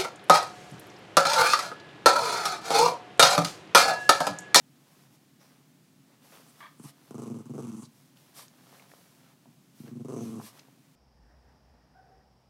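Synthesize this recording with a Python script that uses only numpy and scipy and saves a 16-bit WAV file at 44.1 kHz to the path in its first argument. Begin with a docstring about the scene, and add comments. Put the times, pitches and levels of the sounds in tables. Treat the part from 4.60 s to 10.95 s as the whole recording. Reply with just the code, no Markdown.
"""A quiet bedroom: a small dog play-growls on the bed while a hand ruffles its fur and the quilt.
Each push of the growl is a run of throbs that slows as it goes; a throb is a few uneven vocal-fold
pulses. An opening jaw brightens the voice and lifted lips add a wet rasp between the teeth.
The dog also snuffs and gives one short hoarse huff; cloth swishes and ticks over a low room hum."""
import sys
import numpy as np
from scipy import signal
from scipy.fft import rfft, irfft, next_fast_len
from scipy.io import wavfile
from scipy.ndimage import uniform_filter1d

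SR = 44100
rng = np.random.default_rng(int(sys.argv[2]) if len(sys.argv) > 2 else 0)


def int16_out(signal):
    """Quantize to a 16-bit WAV file."""
    q = np.round(np.clip(np.atleast_2d(signal).T, -1, 1) * 32767)
    wavfile.write(sys.argv[1], SR, q.astype(np.int16))


N = 280149
TIME = np.arange(N) / SR
CUTOFF_HZ = 15750


def from_db(db):
    return 10 ** (np.asarray(db) / 20)


def unit_rms(x):
    return x / np.sqrt(np.mean(x ** 2) + 1e-20)


def add(out, start_s, sound):
    i = int(start_s * SR)
    out[i:i + len(sound)] += sound[:N - i]


def cut(x, hz, kind, order=4):
    return signal.sosfilt(signal.butter(order, hz, kind, fs=SR, output="sos"), x)


def drift(rate_hz):
    """A random wobble, rms 1."""
    knots = rng.standard_normal(int(N / SR * rate_hz) + 2)
    return unit_rms(np.interp(TIME * rate_hz, np.arange(len(knots)), knots))


def noise(colour):
    """Noise shaped by an EQ curve and rolled off below its first point, rms 1."""
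    hz, db = np.transpose(colour)
    size = next_fast_len(N)
    bins = np.maximum(np.fft.rfftfreq(size, 1 / SR), 1)
    gain = from_db(np.interp(np.log(bins), np.log(hz), db)) * np.minimum(bins / hz[0], 1) ** 2
    return unit_rms(irfft(rfft(rng.standard_normal(size)) * gain, size)[:N])


def resonate(x, modes):
    """Parallel resonators of alternating polarity."""
    out = 0
    for k, (hz, width, db) in enumerate(modes):
        r = np.exp(-np.pi * width / SR)
        poles = [1, -2 * r * np.cos(2 * np.pi * hz / SR), r * r]
        out = out + (-1) ** k * from_db(db) * (1 - r * r) / 2 * signal.lfilter([1, 0, -1], poles, x)
    return out


def linger(x, decay_s):
    """Give each click an exponential tail."""
    return signal.lfilter([1], [1, -np.exp(-1 / (decay_s * SR))], x)


def swell(start, attack, release, curve=1.0):
    """An envelope that rises to 1 and falls back to silence."""
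    return np.interp(TIME, [start, start + attack, start + attack + release], [0, 1, 0]) ** curve


# EQ of the room's hiss: (frequency [Hz], gain [dB])
ROOM_HISS_EQ = [(15, -34), (25, -33), (35, -19), (49, -25), (55, -35), (116, -3), (148, 4), (198, -1),
                (267, 0.5), (421, -13.5), (552, -14.5), (631, -13.5), (1410, -18.5), (5430, -21.5),
                (15500, -26.5)]
# resonances of its hum: (centre [Hz], width [Hz], gain [dB])
ROOM_MODES = [(138.5, 16, 3.5), (204, 22, -8.5), (259.8, 22.4, -2)]


def room_tone(hum_db=-67, hiss_db=-62.5):
    """Low hum gathers in the room's resonances, under an even hiss."""
    hum = resonate(rng.standard_normal(N), ROOM_MODES)
    hum = cut(cut(hum, 435, "low"), 128, "high", order=8)
    return from_db(hum_db) * unit_rms(hum) + from_db(hiss_db) * noise(ROOM_HISS_EQ)


# EQs of the dull rub and the bright swish: (frequency [Hz], gain [dB])
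RUB_EQ = [(200, -11), (380, -0.5), (800, -1), (1250, -4), (1700, -6), (2800, -10.5), (6000, -18),
          (9000, -45)]
SWISH_EQ = [(3000, 0.5), (4500, 1.5), (5700, 3), (7000, -0.5), (10000, 0.5), (13000, 0.5), (15500, -4)]
# strokes on fur and quilt: (start [s], attack [s], release [s], rub level [dB], swish re rub [dB])
HAND_STROKES = [(.05, 0.38, 0.074, -66, -1), (.49, 0.065, 0.015, -69, 4), (.79, 0.029, 0.23, -63.5, -4),
                (1.46, .04, 0.18, -68, -9), (1.61, 0.04, .68, -63.5, 1.5), (1.69, 0.056, 0.095, -55, -4.5),
                (1.95, 0.054, .07, -61.5, -1), (2.31, 0.16, 0.12, -64, -3), (3.28, .1, 0.21, -73.5, 6.5),
                (3.555, .015, 0.54, -67, 1), (3.88, 0.29, 0.16, -60, -2), (4.28, 0.017, 0.46, -65, 2),
                (4.5, 0.21, 0.043, -65.5, -7), (5.13, .075, .13, -70, 8.5),
                (5.24, 0.033, 0.045, -57.5, -10), (5.89, 0.093, 0.039, -58.5, -2),
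                (5.98, .03, 0.23, -67.5, -6)]


def hand_strokes(grain_db=3.0, grain_hz=400):
    """Fibres catch and slip under the hand: a grainy rub with a finer swish on top."""
    rub_gain, swish_gain = 0, 0
    for start, attack, release, db, swish_db in HAND_STROKES:
        stroke = from_db(db) * swell(start, attack, release, curve=0.81)
        rub_gain = np.hypot(rub_gain, stroke)  # overlapping strokes add in power
        swish_gain = np.hypot(swish_gain, from_db(swish_db) * stroke)
    rub = noise(RUB_EQ) * unit_rms(from_db(grain_db * drift(grain_hz)))
    return rub_gain * rub + swish_gain * noise(SWISH_EQ)


# wisps of hiss: (start [s], attack [s], release [s], level [dB], centre [Hz], width [Hz])
THIN_HISSES = [(.79, 0.022, 0.1, -67, 5470, 900), (1.86, 0.037, .025, -61.5, 8700, 3000),
               (2.168, .027, .1, -65, 8800, 3000), (2.214, 0.027, .04, -56, 9500, 2800),
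               (3.13, 0.094, 0.058, -57, 8360, 3500), (3.224, 0.029, 0.016, -56, 5000, 2430),
               (5.5, 0.11, 0.089, -57.5, 6170, 750), (5.52, 0.16, 0.14, -66, 2800, 1300)]


def thin_hisses():
    """Air and sliding fur make narrow bands of noise that swell and fade."""
    out = np.zeros(N)
    for start, attack, release, db, hz, width in THIN_HISSES:
        band = cut(rng.standard_normal(N), [hz - width / 2, hz + width / 2], "band", order=2)
        out += from_db(db) * swell(start, attack, release) * unit_rms(band)
    return out


# ticks of cloth and lips: (time [s], peak level [dB], centre [Hz], crackle decay [s])
SMALL_TICKS = [(1.799, -50, 590, 0.0022), (2.007, -43, 3000, .003), (3.572, -48, 3600, .002),
               (3.793, -41.5, 1160, .003), (3.882, -42.5, 6100, 0.002), (4.127, -45.5, 880, 0.0013),
               (4.197, -45.5, 2240, .0018), (4.316, -45, 1700, 0.0026), (4.337, -41, 880, 0.00085),
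               (4.857, -50.5, 815, 0.0043), (5.799, -34.5, 836.6, .0025), (5.814, -40, 1100, 0.0024),
               (5.994, -38, 4480, 0.0029), (6.084, -48, 630, .0043)]


def ticks(crackle=0.2):
    """A cloth fold snaps or a lip parts: a soft click and a tiny crackle in one broad resonance."""
    out, t = np.zeros(N), TIME[:SR // 25]
    for start, db, hz, decay_s in SMALL_TICKS:
        force = (t == 0) + crackle * rng.standard_normal(len(t)) * np.exp(-t / decay_s)
        ring = resonate(force, [(hz, hz, 0)])
        snap = cut(ring, min(1.25 * hz, CUTOFF_HZ), "low")
        add(out, start, from_db(db) * snap / np.abs(snap).max())
    return out


# formants of the open mouth: (centre [Hz], width [Hz], gain [dB])
HUFF_FORMANTS = [(620, 64, -14), (930, 66, -5), (1170, 37, 3.5), (1635, 70, -7), (1800, 81, -5.5),
                 (2240, 170, -11), (3310, 220, -14), (4500, 450, -20.5)]


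def huff(start_s=2.005, hold_s=0.06, level_db=-48.5, burst_db=3, burst_s=0.006, fade_db_per_s=480):
    """Fluttering air rings the open mouth without voice: a burst, a hold and a fast fade."""
    air = rng.standard_normal(N) * from_db(3 * drift(rate_hz=340))
    breath = cut(cut(resonate(air, HUFF_FORMANTS), 4000, "low"), 500, "high", order=2)
    levelled = breath / np.sqrt(uniform_filter1d(breath ** 2, size=SR // 100) + 1e-20)
    age = np.clip(TIME - start_s, 0, 1)
    db = level_db + burst_db * np.exp(-age / burst_s) - fade_db_per_s * np.maximum(age - hold_s, 0)
    return (age > 0) * from_db(db) * levelled


# the voice's automation, bout by bout: (time [s], effort [dB], jaw opening [0-1], lip lift [0-1])
GRUNT_KEYS = [(2.198, -43.5, 0.57, 0.81), (2.241, -42, 0.08, 1)]
FIRST_GROWL_KEYS = [(2.508, -42, 0.8, 0.93), (2.544, -38.5, 0.69, 0.73), (2.62, -41, .75, 0.96),
                    (2.70, -34.5, 0.53, 0.33), (2.785, -43, 0.62, 0.72), (2.857, -43, .3, 0.8),
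                    (2.896, -36, 0.44, 0.29), (2.98, -40, 0.9, .85), (3.07, -37, .05, .65),
                    (3.168, -40, 0.19, 0.61), (3.221, -43.5, .4, 1)]
MUTTER_KEYS = [(4.865, -57, .3, .35)]
SECOND_GROWL_KEYS = [(5.199, -40.5, .1, .3), (5.274, -47.5, 0.74, 0.42), (5.314, -38.5, 0.11, .1),
                     (5.40, -38, 0.46, 0.14), (5.484, -41.5, 0.94, 0.91), (5.563, -37.5, 0.81, 0.67),
                     (5.61, -35.5, 0.65, 0.38), (5.655, -37, 0.44, 0.51), (5.756, -39, 0.54, 0.58),
                     (5.81, -51, 0.6, .5)]
# pushes of the growl: (start [s], duration [s], first throb spacing [s], slowing [s per throb],
# first throb's length [s], shortest pause [s], base pulse rate [Hz])
GROWL_PUSHES = [(2.197, 0.052, 0.041, .001, 0.0032, .02, 138),
                (2.508, .296, .0356, .0014, 0.0026, .021, 113.3),
                (2.856, .335, .0395, .0016, 0.0073, .022, 119.8),
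                (3.222, 0.0069, .04, .001, .008, .02, 109.4), (4.865, .022, .04, .001, 0.021, .018, 117),
                (5.2, .222, 0.035, .0022, 0.0037, 0.026, 120.1),
                (5.448, 0.4, .0355, .0028, .011, 0.018, 113.2)]


def throbs(growth_s=0.0087, jaw_lift_hz=20, sag_hz_per_s=50):
    """Throbs lengthen and spread out through a push; their pitch sags, and an open jaw lifts it."""
    key_times, *lanes = np.transpose(GRUNT_KEYS + FIRST_GROWL_KEYS + MUTTER_KEYS + SECOND_GROWL_KEYS)
    for start, duration, spacing, slowing, first_length, pause, base_hz in GROWL_PUSHES:
        age, k = 0, 0
        while age < duration:
            effort_db, jaw, lips = (np.interp(start + age, key_times, lane) for lane in lanes)
            period = spacing + slowing * k
            length = min(first_length + growth_s * k, period - pause, duration - age)
            hz = base_hz + jaw_lift_hz * jaw - sag_hz_per_s * age
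            yield start + age, length, hz, effort_db, jaw, lips
            age, k = age + period, k + 1


def fold_pulses(length, hz, chance, jitter, shimmer_db=1.4):
    """The few uneven closures of the vocal folds in one throb, with silence to ring into."""
    cycle = np.arange(min(int(np.rint(length * hz)) + 1, chance.shape[1]))
    times = (cycle + (cycle > 0) * jitter * chance[0, cycle]) / hz
    pulses = np.zeros(SR // 5)
    pulses[(times * SR).astype(int)] = from_db(shimmer_db * chance[1, cycle])
    return pulses


# formants of the growl: (centre [Hz], width [Hz], gain [dB])
CHEST_FORMANTS = [(136.8, 30.2, 0.5), (223, 36.5, 3), (331, 60, -6)]
THROAT_FORMANTS = [(393, 100, 7.5), (537, 120, -5.5), (607, 190, -6.5)]
MOUTH_FORMANTS = [(880, 430, -3.5), (1113, 204, 2), (1294, 250, -4)]
# EQ of wet air between the teeth: (frequency [Hz], gain [dB])
RASP_EQ = [(1500, -18), (2200, -5.5), (2800, -2.5), (3500, -9.5), (4700, -7.5), (5400, -5), (6100, 1.5),
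           (7000, -4), (8100, 0), (8900, -6), (10000, -3.5), (12000, -12), (15500, -21)]


def growl(kick=0.84, chest_lag=0.31, onset_s=0.0049, leak=0.23, turbulence=0.2,
          ring_s=0.0054, hold_s=0.015, damping_s=0.025):
    """Each vocal-fold closure rings chest, throat and mouth, and lets through a puff of hissing air."""
    out, air = np.zeros(N), noise(RASP_EQ)
    chances = rng.standard_normal((64, 2, 16))  # throb, timing or level, pulse
    for (start, length, hz, effort_db, jaw, lips), chance in zip(throbs(), chances):
        # the folds beat more unevenly as the jaw opens
        pulses = fold_pulses(length, hz, chance, jitter=0.045 + 0.04 * jaw ** 2)
        t = TIME[:len(pulses)]
        # pressure built up in the pause sharpens the first closure; the chest takes a moment to swell
        onset = np.exp(-t / onset_s)
        sharp = pulses * (1 + kick * onset)
        swelling = pulses * (1 - chest_lag * onset)
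        # some air keeps leaking between closures
        puffs = linger(sharp, decay_s=0.00083) + leak * linger(sharp, decay_s=0.023)
        rough = sharp + turbulence * puffs * rng.standard_normal(len(t))
        chest = cut(resonate(swelling, CHEST_FORMANTS), 513, "low")
        throat = cut(resonate(pulses, THROAT_FORMANTS), 750, "low")
        mouth = cut(resonate(rough, MOUTH_FORMANTS), 1330, "low")
        rasp = linger(puffs, decay_s=0.0004) * air[int(start * SR):][:len(t)]
        # levels in dB re the chest: jaw and lips fade up the brighter layers
        layers = [(chest, 0), (throat, -28 + 32.5 * jaw),
                  (mouth, -33.5 + 4 * jaw + 21 * lips), (rasp, -34.5 + 20 * lips)]
        # the throb's energy scales with its length plus the last ring
        length_gain = np.sqrt((length + ring_s) * SR / len(t))
        # the slack throat damps the ring once the pulses stop
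        damping = np.exp(-np.maximum(t - length - hold_s, 0) / damping_s)
        for layer, layer_db in layers:
            damped = damping * cut(layer, 105, "high", order=5)
            add(out, start, length_gain * from_db(effort_db + layer_db) * unit_rms(damped))
    return out


# snuffs: (start [s], attack [s], release [s], level [dB])
NOSE_SNUFFS = [(2.2, 0.095, 0.025, -53), (3.735, 0.051, 0.095, -47.5), (5.57, 0.072, 0.19, -57),
               (5.785, 0.082, 0.059, -49)]
# their EQ: (frequency [Hz], gain [dB])
SNUFF_EQ = [(290, -25), (500, -5), (997, -4.5), (1150, 0.5), (1510, -12), (1670, -6), (2720, -7.5),
            (3280, -6.5), (5590, -4), (6640, -9), (8360, -5), (13000, -7.5), (15500, -17.5)]


def snuffs():
    """Short, smooth jets of air through the dog's nose."""
    envelope = sum(from_db(db) * swell(start, attack, release, curve=1.09)
                   for start, attack, release, db in NOSE_SNUFFS)
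    return envelope * noise(SNUFF_EQ)


def bedroom_reverb(x, wet_db=-16, t60_s=0.29, predelay_s=0.006):
    """A short, dull tail from a room full of soft things."""
    t = TIME[:SR // 2]
    dull_noise = cut(rng.standard_normal(len(t)), 4600, "low", order=1)
    tail = dull_noise * from_db(-60 * t / t60_s) * (t > predelay_s)
    return from_db(wet_db) * signal.fftconvolve(x, tail / np.linalg.norm(tail))[:N]


def scene():
    """Dog and bedding up close, with a touch of reverb over the room tone, in mono."""
    close = growl() + huff() + snuffs() + thin_hisses() + hand_strokes() + ticks()
    return (close + bedroom_reverb(close) + room_tone())[None]


def record(dry):
    """A steep low-pass takes off the very top."""
    return signal.sosfilt(signal.ellip(10, 0.2, 70, CUTOFF_HZ, fs=SR, output="sos"), dry)


dry = scene()
out = record(dry)
int16_out(out)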